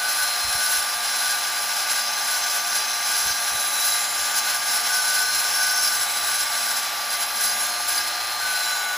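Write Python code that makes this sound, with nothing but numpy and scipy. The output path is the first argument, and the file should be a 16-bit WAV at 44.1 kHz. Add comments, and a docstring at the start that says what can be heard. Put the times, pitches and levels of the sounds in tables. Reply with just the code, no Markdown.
"""Wet tile saw scoring a glass bottle

A bottle is turned by hand against a diamond blade. The rim drags the same grit past the glass on every
turn, ringing blade and bottle as the hands press and ease off. The glass chatters, and blade modes sing
and squeal in spells. The motor's fan whines over a rush of air and spray, soft thuds and faint drones."""
import sys
import numpy as np
from scipy import signal
from scipy.fft import rfft, irfft
from scipy.io import wavfile

SR = 44100
rng = np.random.default_rng(int(sys.argv[2]) if len(sys.argv) > 2 else 0)


def unload_wav(signal):
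    """Save mono or channel-first audio to the path in sys.argv[1] as 16-bit WAV at rate SR, clipped to [-1, 1]."""
    wavfile.write(
        sys.argv[1],
        SR,
        np.round(np.clip(np.atleast_2d(signal).T, -1, 1) * 32767).astype(np.int16),
    )


N = 395570
T = np.arange(N) / SR
HZ = np.maximum(np.arange(N // 2 + 1) * SR / N, 1)


def grinding(turns, pressure_db, bite_db, repeat_share=.35, chips_per_s=1500, low_hz=4400, bite_hz=8300):
    """Diamond grit scrapes the glass: partly alike on each turn, partly fresh, as tiny chips break off."""
    # colour of the scrape before the resonances: frequency_hz, relative_db
    grit = [(300, -92), (650, -76), (1000, -73.5), (2000, -69), (3200, -69), (4600, -70.5), (7000, -74),
            (9500, -78), (13000, -84.5), (15000, -89.5)]
    # the contact point slips to and fro; the slightly warped blade meets the glass alike each half turn
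    place = turns + .0025 * drift(14)
    rim = rms_one(each_turn(2 * place, ripples=190) + .5 * each_turn(place, ripples=380))
    scrape = np.sqrt(repeat_share) * rim + np.sqrt(1 - repeat_share) * rng.standard_normal(N)
    chips = (rng.random(N) < chips_per_s / SR) * rng.standard_normal(N)
    contact = from_db(.079 * each_turn(turns, ripples=12) + .7 * drift(13.6))
    scraped = colour(rms_one((scrape + from_db(-11) * rms_one(chips)) * contact), grit)
    rung = resonate(scraped)
    spectrum = rfft(rung)
    low = irfft(spectrum / (1 + (HZ / low_hz) ** 8), N)
    top = irfft(spectrum / (1 + (bite_hz / HZ) ** 8), N)
    # the lows follow the pressure gently, the middle fully; the top follows the bite
    return (low * from_db(.3 * pressure_db + 1.5)
            + (rung - low - top) * from_db(pressure_db + 2.34)
            + top * from_db(bite_db + 1.5)
            + bottle(scraped, pressure_db))


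def resonate(x, wander_db=.64):
    """Blade and bottle ring in narrow bands, more or less strongly as the contact point moves."""
    # resonances and the gaps between them: centre_hz, width_hz, boost_db
    modes = [(1960, 70, 3), (2080, 30, 4), (2537, 32, 5.0), (3563, 53, 3.5), (3925, 50, 7), (4035, 32, 5.5),
             (4161, 32, 6), (4283, 49, 5), (4620, 220, -7), (4800, 90, 10.5), (5060, 60, -4),
             (5160, 70, 7.5), (5290, 70, -3), (5459, 70, 11), (5637, 74, 6), (6250, 65, 9), (6500, 70, 4),
             (7165, 22, 5.3), (7330, 66, 9.2), (7502, 49, 9.3), (7850, 45, 8), (8358, 31, 9.1),
             (8555, 26, 11.9), (9022, 140, 6.8), (9693, 29, 7.6), (10150, 184, 14.8), (10860, 28, 21),
             (11128, 65, 12.8), (11536, 34, 12.1), (11778, 69, 11.7), (12102, 42, 19.4), (12672, 40, 13),
             (13281, 354, 12.4), (14717, 355, 14.9)]
    for hz, width, boost_db in modes:
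        x = x + (from_db(boost_db) - 1) * from_db(wander_db * drift(5.5)) * band_of(x, hz, width)
    return x


def bottle(scraped, pressure_db):
    """The scraping rings the bottle's low modes, which fade as the hands ease off."""
    # low resonances of the bottle: centre_hz, width_hz, level_db at 0 dB pressure
    modes = [(1500, 65, -41), (1570, 200, -43), (1620, 110, -42)]
    body = sum(from_db(db) * ring(scraped, hz, width) for hz, width, db in modes)
    return body * from_db(1.14 * np.minimum(pressure_db, 1))


def chatter(turns, pressure_db, jitter_turns=.035, idle_db=-42.5):
    """The glass knocks against the warped rim on each half turn, never twice alike, hardest in spells."""
    # resonances of the bottle wall: centre_hz, width_hz, relative_db
    modes = [(4840, 115, 0), (5475, 140, -5), (6245, 130, -3.5)]
    # spells of hard chatter: start_s, end_s, level_db
    spells = [(3.08, 3.4, -34.5), (3.78, 4.02, -36.5), (4.9, 5.35, -39), (5.45, 6.1, -34),
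              (7.4, 7.558, -32.5), (7.92, 8.057, -33)]
    half_turn = np.floor(2 * (turns + jitter_turns * drift(60)))
    knocks = np.diff(np.maximum.accumulate(half_turn), prepend=half_turn[0])
    wall = sum(from_db(db) * ring(knocks * rng.standard_normal(N) + 1e-18, hz, width)
               for hz, width, db in modes)
    surge = sum(from_db(db) * swell(start, end) ** 2 for start, end, db in spells)
    return wall * np.hypot(surge, from_db(idle_db + .6 * pressure_db))


def singing(turns, pressure_db, idle_db=-42, threshold_db=-40, attack_s=.025, release_s=.024):
    """A low blade mode stirs with the pressure and breaks into spells of song in the groove."""
    # spells of song: start_s, end_s, drive_db
    spells = [(0, .1, -28.5), (.17, .28, -30), (.58, .83, -30.5), (1.206, 1.295, -31), (4.46, 4.577, -33),
              (4.66, 4.78, -35), (4.89, 5.03, -28.3), (5.03, 5.14, -31), (5.15, 5.32, -27.8),
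              (5.34, 5.5, -31.5), (5.58, 5.82, -28.5), (5.885, 6.027, -34), (8.4, 8.6, -28.7),
              (8.6, 8.97, -29.5)]
    drive = from_db(idle_db + 1.2 * pressure_db)
    for start, end, db in spells:
        gate = np.clip(np.minimum((T - start) / attack_s, (end - T) / release_s) + .5, 0, 1)
        drive = np.maximum(drive, from_db(db) * gate)
    # it sputters while weakly driven and steadies as it takes hold
    hold = 1 / (1 + (from_db(threshold_db) / drive) ** 2)
    return drive * hold * tone(turns, multiple=26, rough=.85 - .72 * hold, flutter_hz=35.4)


def squeals(turns, settle_s=.025, waver_db=1.2):
    """A blade mode locks onto the rotation, swells unevenly and lets go; the briefest stay gritty."""
    # squeals: start_s, end_s (in either order), multiple of the blade's turn, level_db
    spells = [(0, .85, 72, -37.5), (0, .9, 188, -40), (.1, 0.96, 94, -41), (0.5, .16, 88, -39),
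              (1.2, 0.91, 28, -36), (.1, 1.3, 168, -39.5), (1.2, 2.6, 86, -41.5), (1.6, 4, 108, -39),
              (2.5, 4.1, 98, -41), (3.3, 4.4, 188, -32.5), (4.22, 4.2, 188, -34), (3.5, 5.2, 112, -41),
              (3.55, 4.6, 124, -37.5), (3.55, 4.3, 130, -43), (3.5, 4.1, 68, -37), (3.748, 4.1, 36, -48),
              (4.6, 5.4, 188, -35), (4.7, 5.6, 94, -39), (5, 6, 108, -42), (5, 5.2, 68, -44),
              (4.5, 5.4, 124, -44.5), (4, 5.2, 36, -55), (5, 5.5, 72, -41), (5, 5.65, 89, -42),
              (5.5, 5.95, 94, -33), (5.64, 5.9, 106, -39), (7, 5.7, 136, -38), (6, 6.2, 38, -40.5),
              (5.95, 6.3, 68, -43), (6.277, 6.7, 38, -43), (7.5, 7.7, 116, -41), (7, 7.9, 188, -35),
              (6.5, 7.58, 232, -40), (7.5, 8.4, 74, -42), (7.5, 8.9, 70, -48), (8, 8.8, 72, -44.5),
              (9, 8.9, 68, -51), (7.5, 8.5, 89, -40), (8, 8.04, 89, -36), (7.874, 8.1, 28, -41.5),
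              (7.945, 8.02, 28, -33.5), (7.88, 7.7, 188, -40), (7.94, 7.6, 112, -38),
              (8.5, 8.97, 70, -39.5), (8.5, 9.1, 38, -41.5), (9, 8.6, 118, -40.5), (8.5, 8.88, 128, -42)]
    return sum(from_db(db + waver_db * drift(4)) * swell(start, end)
               * tone(turns, multiple, rough=.24 + settle_s / (end - start), flutter_hz=30)
               for start, end, multiple, db in spells)


def hands(tremor_db=.86, tremor_hz=21):
    """Pressure and bite in dB: a slow lean, a smooth bump for each catch and a slight tremor."""
    # how the hands lean on the bottle and how sharply the grit bites: time_s, pressure_db, bite_db
    lean = [(0, -3, 0.5), (.6, -0.8, 3), (1.05, -3, -0.5), (1.32, 0, 2.5), (2.05, -2, -2), (2.88, -1.5, -1),
            (3.3, -3, -1), (3.7, -2.5, 4), (4.08, -2.5, -0.5), (4.46, -1.5, 0.5), (4.97, 0.8, 4),
            (5.88, 0, 4), (6.15, -1.4, 2.5), (6.71, -0.5, 2.5), (6.85, -4.5, -7), (8.31, -6, -5.5),
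            (8.55, -2, 1), (8.97, -7, -5.5)]
    # the rim catches as the bottle is nudged round: middle_s, length_s, added_pressure_db
    catches = [(0.112, 0.083, 4.5), (0.206, 0.2, 2.5), (0.715, 0.35, 4), (1.222, 0.24, 2),
               (1.782, 0.16, 2.5), (1.91, 0.1, 3.5), (1.99, 0.11, 3), (2.31, 0.25, 4), (2.562, 0.52, 2),
               (2.763, 0.11, 3), (3.2, 0.66, 3.5), (3.905, 0.33, 4), (4.213, 0.23, 2), (4.37, 0.13, 3),
               (4.75, .18, 1.5), (4.949, 0.09, 2), (5.135, 0.39, 1.5), (5.693, 0.14, 0), (5.853, 0.43, 1.5),
               (6.02, 0.049, 1.5), (6.78, 0.07, 4), (7.135, 0.093, 4), (7.219, 0.084, 5.5),
               (7.441, 0.33, 5), (7.63, 0.26, 4.5), (7.894, 0.11, 5.5), (7.98, 0.17, 4.5), (8.075, 0.12, 4)]
    lean_db, bite_db = in_time(lean)
    catch_db = sum(db * np.cos(np.pi * np.clip((T - middle) / length, -.5, .5)) ** 2
                   for middle, length, db in catches)
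    jolt_db = catch_db + tremor_db * drift(tremor_hz)
    # a catch stands out most in the treble when the rim was barely biting
    sharpness = 1.53 + .16 * np.maximum(-bite_db, 0)
    return lean_db + jolt_db, bite_db + sharpness * jolt_db


def blade_whine(turns, pressure_db):
    """The spinning blade whines at multiples of its turn, louder under pressure."""
    # blade tones: multiple of the turn, level_db at 0 dB pressure, roughness (0-1)
    partials = [(4, -61.5, 0.3), (5, -70, 0.5), (6, -63.5, 0.27), (8, -70, 0.2), (44, -58, 0.3),
                (52, -64, 0.5), (58, -53, 0.4), (68, -46.5, 0.4), (70, -45.5, 0.33), (72, -48, .35),
                (74, -48.5, 0.35), (84, -43.7, 0.33), (94, -49, .35), (108, -51, .3)]
    return from_db(.5 * pressure_db) * tones(turns, partials, flutter_hz=4.7)


def motor_whine(turns):
    """The motor sounds multiples of its turn, with the fan's whine the strongest."""
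    # motor tones: multiple of the turn, level_db, roughness (0-1)
    partials = [(10, -53.5, 0.2), (12, -44, 0.3), (13, -55, 0.3), (14, -49.5, 0.27), (20, -37.5, 0.03),
                (60, -51.5, 0.3), (70, -51, 0.5)]
    return tones(turns, partials, flutter_hz=6.8)


def rush():
    """Fan air and water spray thrown off the blade, partly different on the two sides."""
    # colour of air and spray: frequency_hz, relative_db
    spectrum = [(25, -68), (55, -84.5), (160, -86.5), (380, -80), (560, -74), (680, -68.5), (850, -60.5),
                (990, -68), (1140, -64.5), (1230, -68.5), (1400, -63.5), (2300, -70.5), (3300, -93.5),
                (4400, -110), (6500, -75.5), (11000, -75), (15000, -74)]
    # stereo width: frequency_hz, side_over_centre_db
    spread = [(30, -20), (70, -15), (150, -17), (300, -12), (450, -10), (600, -11), (750, -20), (1100, -17),
              (1300, -9), (1900, -6), (2300, -26), (3200, -10), (4200, -30), (6300, -36), (7800, -9)]
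    side = irfft(rfft(rng.standard_normal(N)) * from_db(over_hz(spread)), N)
    white = rng.standard_normal(N) + side * np.array([[1], [-1]])
    return colour(white, spectrum) * from_db(.5 * drift(26) - 1.4)


def thuds(rise_s=.0085, trim_db=-5, boom_hz=62, rumble_db=-3, side_db=-12):
    """Short soft thuds: a few cycles of a low boom, with rumble that differs a little between the sides."""
    # thuds: start_s, relative_db
    hits = [(0.212, -45), (0.44, -40), (0.478, -42), (0.546, -37), (0.77, -46), (.945, -45), (3.25, -37),
            (3.295, -42), (3.515, -40), (3.548, -39), (4.03, -54), (4.195, -49)]
    # colour of the rumble: frequency_hz, relative_db
    spectrum = [(20, -28), (55, 3), (85, 3), (150, -6), (260, -9), (600, -70)]
    white = rng.standard_normal(N) + from_db(side_db) * rng.standard_normal(N) * np.array([[1], [-1]])
    rumble = from_db(rumble_db) * rms_one(colour(white, spectrum))
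    out = np.zeros((2, N))
    for start, db in hits:
        age = np.maximum(T - start, 0)
        envelope = age / rise_s * np.exp(1 - age / rise_s)
        out += from_db(db + trim_db) * envelope * (np.sin(2 * np.pi * boom_hz * age) + rumble)
    return out


def drones(detune=.96):
    """Faint low tones waver, each swelling and fading over its own stretch of time."""
    # drones: start_s, end_s, pitch_hz before detuning, level_db
    spells = [(4.65, 5.9, 466, -58), (4.9, 6.7, 100.3, -64), (7.248, 7.6, 229, -57),
              (7.3, 8.97, 85.8, -62.5), (7.5, 8.4, 349, -58.5)]
    return sum(from_db(db) * swell(start, end) * tone(hz * T, detune, rough=.54, flutter_hz=8.2)
               for start, end, hz, db in spells)


def treble_spread(x, lowest_hz=7000, copy_db=-26):
    """Faint delayed copies of the high treble, different on each side, widen the hiss."""
    treble = irfft(rfft(x) / (1 + (lowest_hz / HZ) ** 20), N)
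    lags = (rng.uniform(.001, .012, 12) * SR).astype(int)
    out = np.zeros((2, N))
    for k, lag in enumerate(lags):
        out[k % 2, lag:] += from_db(copy_db) * rng.choice([-1, 1]) * treble[:-lag]
    return out


def place_in_stereo(x):
    """The lows lean left; the high treble reaches the right side first."""
    # phase between the sides: frequency_hz, left_lead_rad
    lead = [(0, 0), (6890, -0.0), (7920, -1.8), (8870, -3.9), (9390, -5.9), (10500, -6.5), (11100, -8.0),
            (11400, -9.2), (12500, -9.5), (13600, -12.5), (14400, -12.7), (14800, -13.8), (15100, -15.5),
            (15600, -15.8)]
    # balance: frequency_hz, left_minus_right_db
    balance = [(60, .4), (360, .1), (460, 2), (900, 2.8), (1190, -.3), (1500, 4), (1690, -1.2), (1800, 1.6),
               (2100, 0)]
    phase = np.interp(HZ, *np.transpose(lead))
    half_lean = from_db(over_hz(balance) / 2)
    return irfft(rfft(x) * np.array([half_lean * np.exp(1j * phase), 1 / half_lean]), N)


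def each_turn(turns, ripples):
    """A random pattern around the rim that comes back on every turn; spread 1."""
    size = 2 ** 13
    rim = rms_one(irfft(np.r_[0, np.exp(2j * np.pi * rng.random(ripples))], size))
    return np.interp(turns % 1, np.arange(size) / size, rim, period=1)


def tone(turns, multiple, rough, flutter_hz):
    """One multiple of a rotation, fluttering in level and phase; rms 1."""
    angle = 2 * np.pi * multiple * turns
    in_phase = (1 + rough * drift(flutter_hz)) * np.cos(angle)
    return rms_one(in_phase + rough * drift(flutter_hz) * np.sin(angle))


def tones(turns, partials, flutter_hz):
    """A set of multiples of one rotation."""
    return sum(from_db(db) * tone(turns, multiple, rough, flutter_hz) for multiple, db, rough in partials)


def band_of(x, hz, width):
    """One resonance, with gain 1 at its top."""
    r = np.exp(-np.pi * width / SR)
    feedback = [1, -(1 + r * r) * np.cos(2 * np.pi * hz / SR), r * r]
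    return signal.lfilter([1, 0, -1], feedback, x) * (1 - r * r) / 2


def ring(x, hz, width):
    """A resonance with steep skirts; rms 1."""
    return rms_one(band_of(band_of(x, hz, width), hz, width))


def drift(rate_hz):
    """A smooth random wander; spread 1."""
    step, run_in = 40, 2000
    r = np.exp(-2 * np.pi * rate_hz * step / SR)
    white = rng.standard_normal(N // step + run_in + 2)
    slow = signal.lfilter([1], [1, -2 * r, r * r], white)[run_in:]
    return np.interp(np.arange(N) / step, np.arange(len(slow)), rms_one(slow))


def swell(start, end):
    """A rounded rise and fall between two times."""
    return np.sqrt(np.abs(np.sin(np.pi * np.clip((T - start) / (end - start), 0, 1))))


def colour(white, spectrum):
    """Give unit white noise a spectrum in dB per Hz."""
    return irfft(rfft(white) * from_db(over_hz(spectrum)) * np.sqrt(SR / 2), N)


def over_hz(points):
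    """A short spectrum at every frequency."""
    hz, values = np.transpose(points)
    return np.interp(np.log(HZ), np.log(hz), values)


def in_time(rows):
    """Each column of a curve at every sample."""
    times, *columns = np.transpose(rows)
    return [np.interp(T, times, column) for column in columns]


def from_db(db):
    """Decibels to gain."""
    return 10 ** (np.asarray(db) / 20)


def rms_one(x):
    """Scale to rms 1."""
    return x / np.sqrt(np.mean(x ** 2) + 1e-20)


def scene(fan_blades=20, blade_turns_per_motor_turn=.972):
    """Motor and blade turn together; the hands set how hard the glass is ground."""
    # the motor slows under load and recovers: time_s, fan_whine_hz
    speed = [(.45, 1189.7), (.9, 1185.2), (2, 1183.8), (3.3, 1185.2), (4.6, 1190.8), (5.2, 1191.6),
             (5.7, 1195.2), (6, 1185.9), (6.35, 1177.5), (6.8, 1173.5), (7.4, 1185.3), (8.1, 1196.8),
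             (8.4, 1198), (8.7, 1179.2), (8.9, 1171.1)]
    whine_hz, = in_time(speed)
    motor_turns = np.cumsum(whine_hz) / fan_blades / SR
    blade_turns = motor_turns * blade_turns_per_motor_turn
    pressure_db, bite_db = hands()
    saw = motor_whine(motor_turns) + blade_whine(blade_turns, pressure_db)
    cut = (grinding(blade_turns, pressure_db, bite_db) + chatter(blade_turns, pressure_db)
           + singing(blade_turns, pressure_db) + squeals(blade_turns))
    return place_in_stereo(saw + cut + treble_spread(cut) + thuds() + drones() + rush())


def record(dry, low_cut_hz=39, high_cut_hz=15300):
    """The deepest rumble is taken out and the top is cut steeply."""
    power_loss = (1 + (low_cut_hz / HZ) ** 14) * (1 + (HZ / high_cut_hz) ** 160)
    return irfft(rfft(dry) / np.sqrt(power_loss), N)


dry = scene()
out = record(dry)
unload_wav(out)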